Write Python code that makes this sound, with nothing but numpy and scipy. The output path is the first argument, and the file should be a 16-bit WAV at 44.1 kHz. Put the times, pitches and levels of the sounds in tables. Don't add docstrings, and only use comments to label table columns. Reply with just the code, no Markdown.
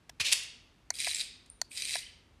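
import sys
import numpy as np
from scipy import signal
from scipy.fft import rfft, irfft
from scipy.io import wavfile

SR = 44100
rng = np.random.default_rng(int(sys.argv[2]) if len(sys.argv) > 2 else 0)


def to_linear_factor(level_db):
    exponent = np.asarray(level_db, float) / 20
    return 10 ** exponent


def waveform_to_disk(signal):
    frames = np.transpose(np.atleast_2d(signal))
    scaled = np.clip(frames, -1, 1) * 32767
    samples = np.round(scaled).astype(np.int16)
    wavfile.write(sys.argv[1], SR, samples)


N = 105840

# (time [s], level [dB])
SKID_LEVEL = [
    (.196, -66),
    (.2, -36.5),
    (.212, -24),
    (.222, -43),
    (.242, -45.5),
    (.25, -30.5),
    (.283, -32),
    (.31, -40),
    (.325, -24),
]


def in_time(rows):
    s, db = np.transpose(rows)
    return to_linear_factor(np.interp(np.arange(N) / SR, s, db, left=-200, right=-200))


def at_hz(points, hz):
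    table_hz, value = np.transpose(points)
    return np.interp(np.log(hz + 1), np.log(table_hz), value)


def rms_one(x):
    return x / np.sqrt(np.mean(x ** 2) + 1e-20)


def high_pass(x, hz, order):
    return signal.sosfilt(signal.butter(order, hz, "high", fs=SR, output="sos"), x)


def coloured(x, points):
    gain = to_linear_factor(at_hz(points, np.linspace(0, SR / 2, 4097)))
    ceps = irfft(np.log(gain))
    ceps[1:4096] *= 2
    taps = irfft(np.exp(rfft(ceps[:4096], 8192)))[:4096]
    return signal.fftconvolve(x, taps / np.linalg.norm(taps))[:len(x)]


def ring(x, hz, t60):
    r = to_linear_factor(-60 / (t60 * SR))
    w = 2 * np.pi * hz / SR
    return signal.lfilter([0, np.sin(w)], [1, -2 * r * np.cos(w), r * r], x + 1e-18)


def peak(x, hz, width_hz):
    r = np.exp(-np.pi * width_hz / SR)
    w = 2 * np.pi * hz / SR
    return signal.lfilter([(1 - r * r) / 2, 0, (r * r - 1) / 2], [1, -2 * r * np.cos(w), r * r], x)


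def struck(x, hz, t60):
    return np.e * peak(ring(x, hz, t60), hz, np.log(1000) / (np.pi * t60))


def clicks(s, db):
    out = np.zeros(N)
    np.add.at(out, (np.asarray(s) * SR).astype(int), to_linear_factor(db))
    return out


def dying(x, length_s):
    return signal.lfilter([1], [1, -np.exp(-1 / (length_s * SR))], x + 1e-18)


def swelling(x, length_s):
    return dying(dying(x, length_s), length_s) * np.e / (length_s * SR)


def hum():
    # (frequency [Hz], density [dB per Hz])
    hum_colour = [(15, -28.5), (25, 8), (195, -12.5), (339, -14.5), (604, -22), (1140, -23), (1920, -26),
                  (2640, -27), (13500, -43.5)]
    bed = rms_one(coloured(rng.standard_normal(N + SR), hum_colour)[SR:])
    line = rms_one(peak(rng.standard_normal(N), 247, 8))
    return to_linear_factor(-60) * bed + to_linear_factor(-79) * line


def hall(x):
    # (frequency [Hz], decay time [s])
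    hall_decay = [(500, 0.76), (2000, 0.6), (4000, 0.6), (8000, 0.37), (13000, 0.22)]
    gap_s = 0.0013
    places, place_s = 8, 0.005
    t = np.arange(SR) / SR
    edges = 100 * 2 ** np.arange(0, 7.6, 0.5)
    white = rng.standard_normal((2, places, SR))
    tail = 0
    for k, (low, high) in enumerate(zip(edges, edges[1:])):
        band_pass = signal.butter(2, [low, high], "band", fs=SR, output="sos")
        band = signal.sosfilt(band_pass, white[k % 2])
        tail = tail + band * to_linear_factor(-60 * t / at_hz(hall_decay, np.sqrt(low * high)))
    tail = tail * (1 - np.exp(-(t / gap_s) ** 2))
    step = (np.arange(N) / (SR * place_s) - np.arange(places)[:, None] + 1) % places - 1
    share = np.cos(np.pi / 2 * np.clip(step, -1, 1))
    return signal.fftconvolve(share * x, tail / np.linalg.norm(tail[0]), axes=1)[:, :N].sum(axis=0)


def paw():
    start_s, length_s = 0.2, 0.0085
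    u = np.maximum(np.arange(N) / SR - start_s, 0) / length_s
    hz = 68 + (220 - 68) * np.exp(-u)
    return to_linear_factor(-45) * np.e * u * np.exp(-u) * np.sin(2 * np.pi * np.cumsum(hz) / SR)


def finger_brush():
    puff = swelling(clicks([0.0945], -37), 0.0015)
    return peak(puff * rng.standard_normal(N), 3490, 4300)


def spring():
    # (time [s], level [dB], frequency [Hz], width [Hz], length [s])
    after_rings = [
        (.908, -50, 2140, 90, .014),
        (.912, -57, 4150, 250, .01),
        (1.622, -57, 4400, 150, .016),
        (1.645, -61, 4580, 150, .025),
    ]
    noise = rng.standard_normal(N)
    out = 0
    for s, db, hz, width, length in after_rings:
        out = out + dying(clicks([s], db), length) * rms_one(peak(noise, hz, width))
    return out


def button_release():
    # (time [s], peak level [dB], brightness [dB])
    letting_go = [
        (0.0941, -47.5, 9.5),
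        (1.071, -32.5, 1),
        (1.9545, -32, 2),
    ]
    # (frequency [Hz], level [dB], decay time [s])
    case_modes = [(707, 0, 0.013), (970, -11, 0.025), (1442, -11, 0.01), (1706, -3.5, 0.017),
                  (1980, 2, 0.0088)]
    # (frequency [Hz], level [dB], decay time [s])
    bright_modes = [(3003, -8.5, 0.015), (3710, -10, 0.012), (4160, -6.5, .008), (5600, 2, 0.012),
                    (7100, 2.5, 0.0017), (8440, -11, 0.0045), (9900, -9.5, 0.0032)]
    s, db, bright_db = np.transpose(letting_go)
    body = sum(to_linear_factor(d) * struck(clicks(s, db), hz, t60) for hz, d, t60 in case_modes)
    top = clicks(s, db + bright_db - 9)
    return body + sum(to_linear_factor(d) * struck(top, hz, t60) for hz, d, t60 in bright_modes)


def button_press():
    # (time [s], peak level [dB])
    snaps = [
        (0.9042, -16),
        (1.6155, -17),
    ]
    # (frequency [Hz], first press level [dB], second press level [dB], decay time [s])
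    dome_modes = [(708, -15, -15, 0.0095), (990, -20, -21, 0.013), (1477, -19.5, -17.5, 0.011),
                  (1900, -10, -9.5, 0.0068), (3220, -49, -5, 0.005), (4440, -6, -1, 0.0086),
                  (6200, 4, 2.5, 0.0021), (7020, -12, -11, 0.0083), (8500, -5, -5, 0.0019),
                  (9150, -25, -18, 0.0053), (11140, -18, -22.5, 0.0041), (12650, -27, -17, 0.003),
                  (15300, -11, 3, 0.0017)]
    s, db = np.transpose(snaps)
    out = 0
    for hz, *level_db, t60 in dome_modes:
        hit = clicks(s, db + level_db - 4)
        if hz > 5500:
            hit = hit - clicks(s + 0.0016, db + level_db - 10)
        sign = -1 if hz < 850 else 1
        out = out + sign * struck(hit, hz, t60)
    crack_db = db - 24.5
    lead_tick = clicks(s - 0.0015, crack_db - 10)
    burst = dying(clicks(s, crack_db) + lead_tick, 0.0044) * rng.standard_normal(N)
    out = out + high_pass(burst, 3800, 2)
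    rustle = swelling(clicks(s + 0.012, db - 49), 0.014) * rng.standard_normal(N)
    out = out + peak(rustle, 5000, 5000)
    return out - 0.88 * peak(out, 3100, 1400)


def swipe():
    # (frequency [Hz], density [dB per Hz])
    skid_colour = [(240, -60), (400, -34), (1060, -17), (1240, -49.5), (1600, -10.5), (2710, 2.5),
                   (8060, -5.5), (12500, -16), (13500, -29.5)]
    # (frequency [Hz], width [Hz], level [dB])
    skid_rings = [(2440, 290, 6.5), (3740, 400, -6), (4210, 460, 0), (5570, 340, -12)]
    # (time [s], peak level [dB], length [s])
    slap_hits = [
        (.3265, -5, .0009),
        (.3283, -14, .003),
        (.3325, -9, .001),
        (.316, -24, .004),
        (.434, -36, .004),
        (1.46, -54, .005),
    ]
    # (frequency [Hz], density [dB per Hz])
    slap_colour = [(240, -62.5), (400, -35.5), (1800, -20), (2480, -5.5), (3100, -10), (3700, -8.5),
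                   (4160, -10), (9480, -8), (13500, -22)]
    rough = to_linear_factor(2.5 * rms_one(dying(rng.standard_normal(N), 0.0039)))
    rub = coloured(in_time(SKID_LEVEL) * rough * rng.standard_normal(N), skid_colour)
    rings = sum(to_linear_factor(db) * peak(rub, hz, width) for hz, width, db in skid_rings)
    rub = 0.83 * rub + 0.5 * rings
    blow = swelling(clicks([0.199], -34.5), 0.0037) * rng.standard_normal(N)
    blow = peak(blow, 1650, 970)
    slap = sum(dying(clicks([s], db - 4.5), length) for s, db, length in slap_hits)
    slap = coloured(slap * rng.choice([-1., 1.], N), slap_colour)
    return rub + 4 * blow + slap


def tinks():
    # (time [s], peak level [dB], frequency [Hz], decay time [s])
    touches = [(0.43, -38.5, 2760, 0.015), (.953, -40, 4900, 0.0091), (1.1115, -29.5, 3950, 0.021),
               (1.715, -40, 2480, 0.0065), (1.8205, -31.5, 2380, 0.011), (2.064, -42.5, 3100, 0.012),
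               (2.02, -48, 2750, 0.0087), (2.03, -39, 2960, 0.008), (1.1465, -25.5, 7600, 0.0076),
               (1.5, -36.5, 9200, .005)]
    return sum(struck(clicks([s], db), hz, t60) for s, db, hz, t60 in touches)


def rattle():
    # (time [s], peak level [dB])
    first_knocks = [(0.9404, -33.3), (0.9541, -33.1), (0.9691, -34.9), (0.9865, -28.0), (0.9945, -25.9),
                    (1.0025, -18.5), (1.0084, -24.0), (1.0159, -21.8), (1.0235, -24.3), (1.0457, -19.7),
                    (1.0533, -22.0), (1.0679, -22.7), (1.0753, -22.8), (1.0819, -20.8), (1.0928, -22.8),
                    (1.0998, -25.4), (1.1134, -23.0), (1.1208, -28.0), (1.1263, -28.8), (1.133, -24.4),
                    (1.1464, -18.1), (1.1517, -25.2), (1.1577, -22.1), (1.167, -23.9), (1.1906, -28.2),
                    (1.1954, -24.3), (1.203, -21.9), (1.2105, -20.8), (1.216, -24.1)]
    # (time [s], peak level [dB])
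    second_knocks = [(1.7177, -37), (1.7326, -40), (1.7514, -34.0), (1.7571, -32.0), (1.7669, -29.6),
                     (1.7738, -26), (1.786, -28.8), (1.7998, -28.6), (1.8066, -27.7), (1.8142, -31.5),
                     (1.8212, -19), (1.8354, -28.5), (1.8476, -28.0), (1.8528, -22.3), (1.8609, -27.8),
                     (1.8752, -27.0), (1.8834, -28.1), (1.8938, -23.8), (1.8996, -26.7), (1.9078, -22.0),
                     (1.9209, -29.2), (1.9283, -24.7), (1.9344, -24.1), (1.9396, -21.4), (1.9472, -22.5),
                     (1.9542, -19.1), (1.9665, -24.2), (1.7785, -25.5)]
    # (time [s], level [dB])
    motor_effort = [
        [(.925, -75), (.94, -46.5), (.98, -45), (1.0, -40), (1.1, -40), (1.14, -45.5), (1.21, -40.5),
         (1.235, -47), (1.29, -69)],
        [(1.69, -76), (1.712, -49), (1.75, -47), (1.77, -42), (1.85, -44), (1.94, -40), (1.975, -43.5),
         (1.99, -42), (2.09, -84)],
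    ]
    # (frequency [Hz], width [Hz], knock level [dB], gear whirr level [dB])
    shell_modes = [(1993, 506, -8.5, -12.5), (2494, 330, -2.5, -8.5), (3245, 420, -9.5, -9.5),
                   (3950, 215, 1.5, -3), (4740, 440, -2, -5), (5216, 980, -6, -9.5),
                   (6700, 1630, -12, -12.5), (8590, 660, -2.5, -7), (9290, 820, -6, -11),
                   (9660, 300, -6.5, -8.5), (11300, 1400, -22.5, -19)]
    s, db = np.transpose(list(first_knocks) + list(second_knocks))
    colour = 2 * rng.standard_normal((len(s), len(shell_modes)))
    modes = np.array(shell_modes)
    weight = to_linear_factor(modes[:, 2]) ** 2 * modes[:, 1]
    colour = colour - 10 * np.log10(to_linear_factor(colour) ** 2 @ weight / weight.sum())[:, None]

    ticks_per_s, tick_spread_db = 900, 1.5
    tick_height = to_linear_factor(tick_spread_db * np.minimum(rng.exponential(1, N), 4))
    ticks = (rng.random(N) < ticks_per_s / SR) * tick_height
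    effort = sum(in_time(run) for run in motor_effort)
    load = np.minimum(effort / to_linear_factor(-42), 1) ** 0.96
    scrape = to_linear_factor(4)
    whirr = effort * (rms_one(dying(ticks, 0.00059)) + scrape)

    noise = rng.standard_normal(N)
    signs = rng.choice([-1., 1.], N)
    knock_s = 0.0008
    out = 0
    for k, (hz, width, knock_db, whirr_db) in enumerate(shell_modes):
        knocks = swelling(clicks(s - knock_s, db - 4.5 + knock_db + colour[:, k]), knock_s) * signs
        gears = to_linear_factor(whirr_db) * whirr * noise
        if hz < 7500:
            knocks = knocks * load ** 0.6
            gears = gears * load
        out = out + (-1) ** k * to_linear_factor(9.5) * peak(knocks + gears, hz, width)
    under = (to_linear_factor(-31.5) * whirr + to_linear_factor(-25.5) * in_time(SKID_LEVEL)) * noise
    return high_pass(out, 1650, 4) + 4 * peak(under, 320, 500.)


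def scene():
    # (frequency [Hz], width [Hz], share lost [1])
    softened_rings = [
        (3980, 480, 0.69),
        (2425, 300, 0.26),
    ]
    toy = rattle() + swipe() + tinks()
    near = button_press() + button_release() + spring() + finger_brush()
    to_walls = toy - sum(share * peak(toy, hz, width) for hz, width, share in softened_rings)
    echoes = hall(to_linear_factor(-7) * to_walls + to_linear_factor(-35) * near)
    return (toy + near + paw() + echoes + hum())[None]


def band_limit(x):
    return signal.sosfilt(signal.butter(12, 16500, fs=SR, output="sos"), x)


def record(dry):
    x = high_pass(dry, 50.4, 4)
    x = x - 0.55 * peak(x, 11300, 1100)
    top_cut = signal.ellip(10, 0.5, 70, 12960, fs=SR, output="sos")
    mix = signal.sosfilt(top_cut, x) + to_linear_factor(-48) * x
    return band_limit(mix)


dry = scene()
out = record(dry)
waveform_to_disk(out)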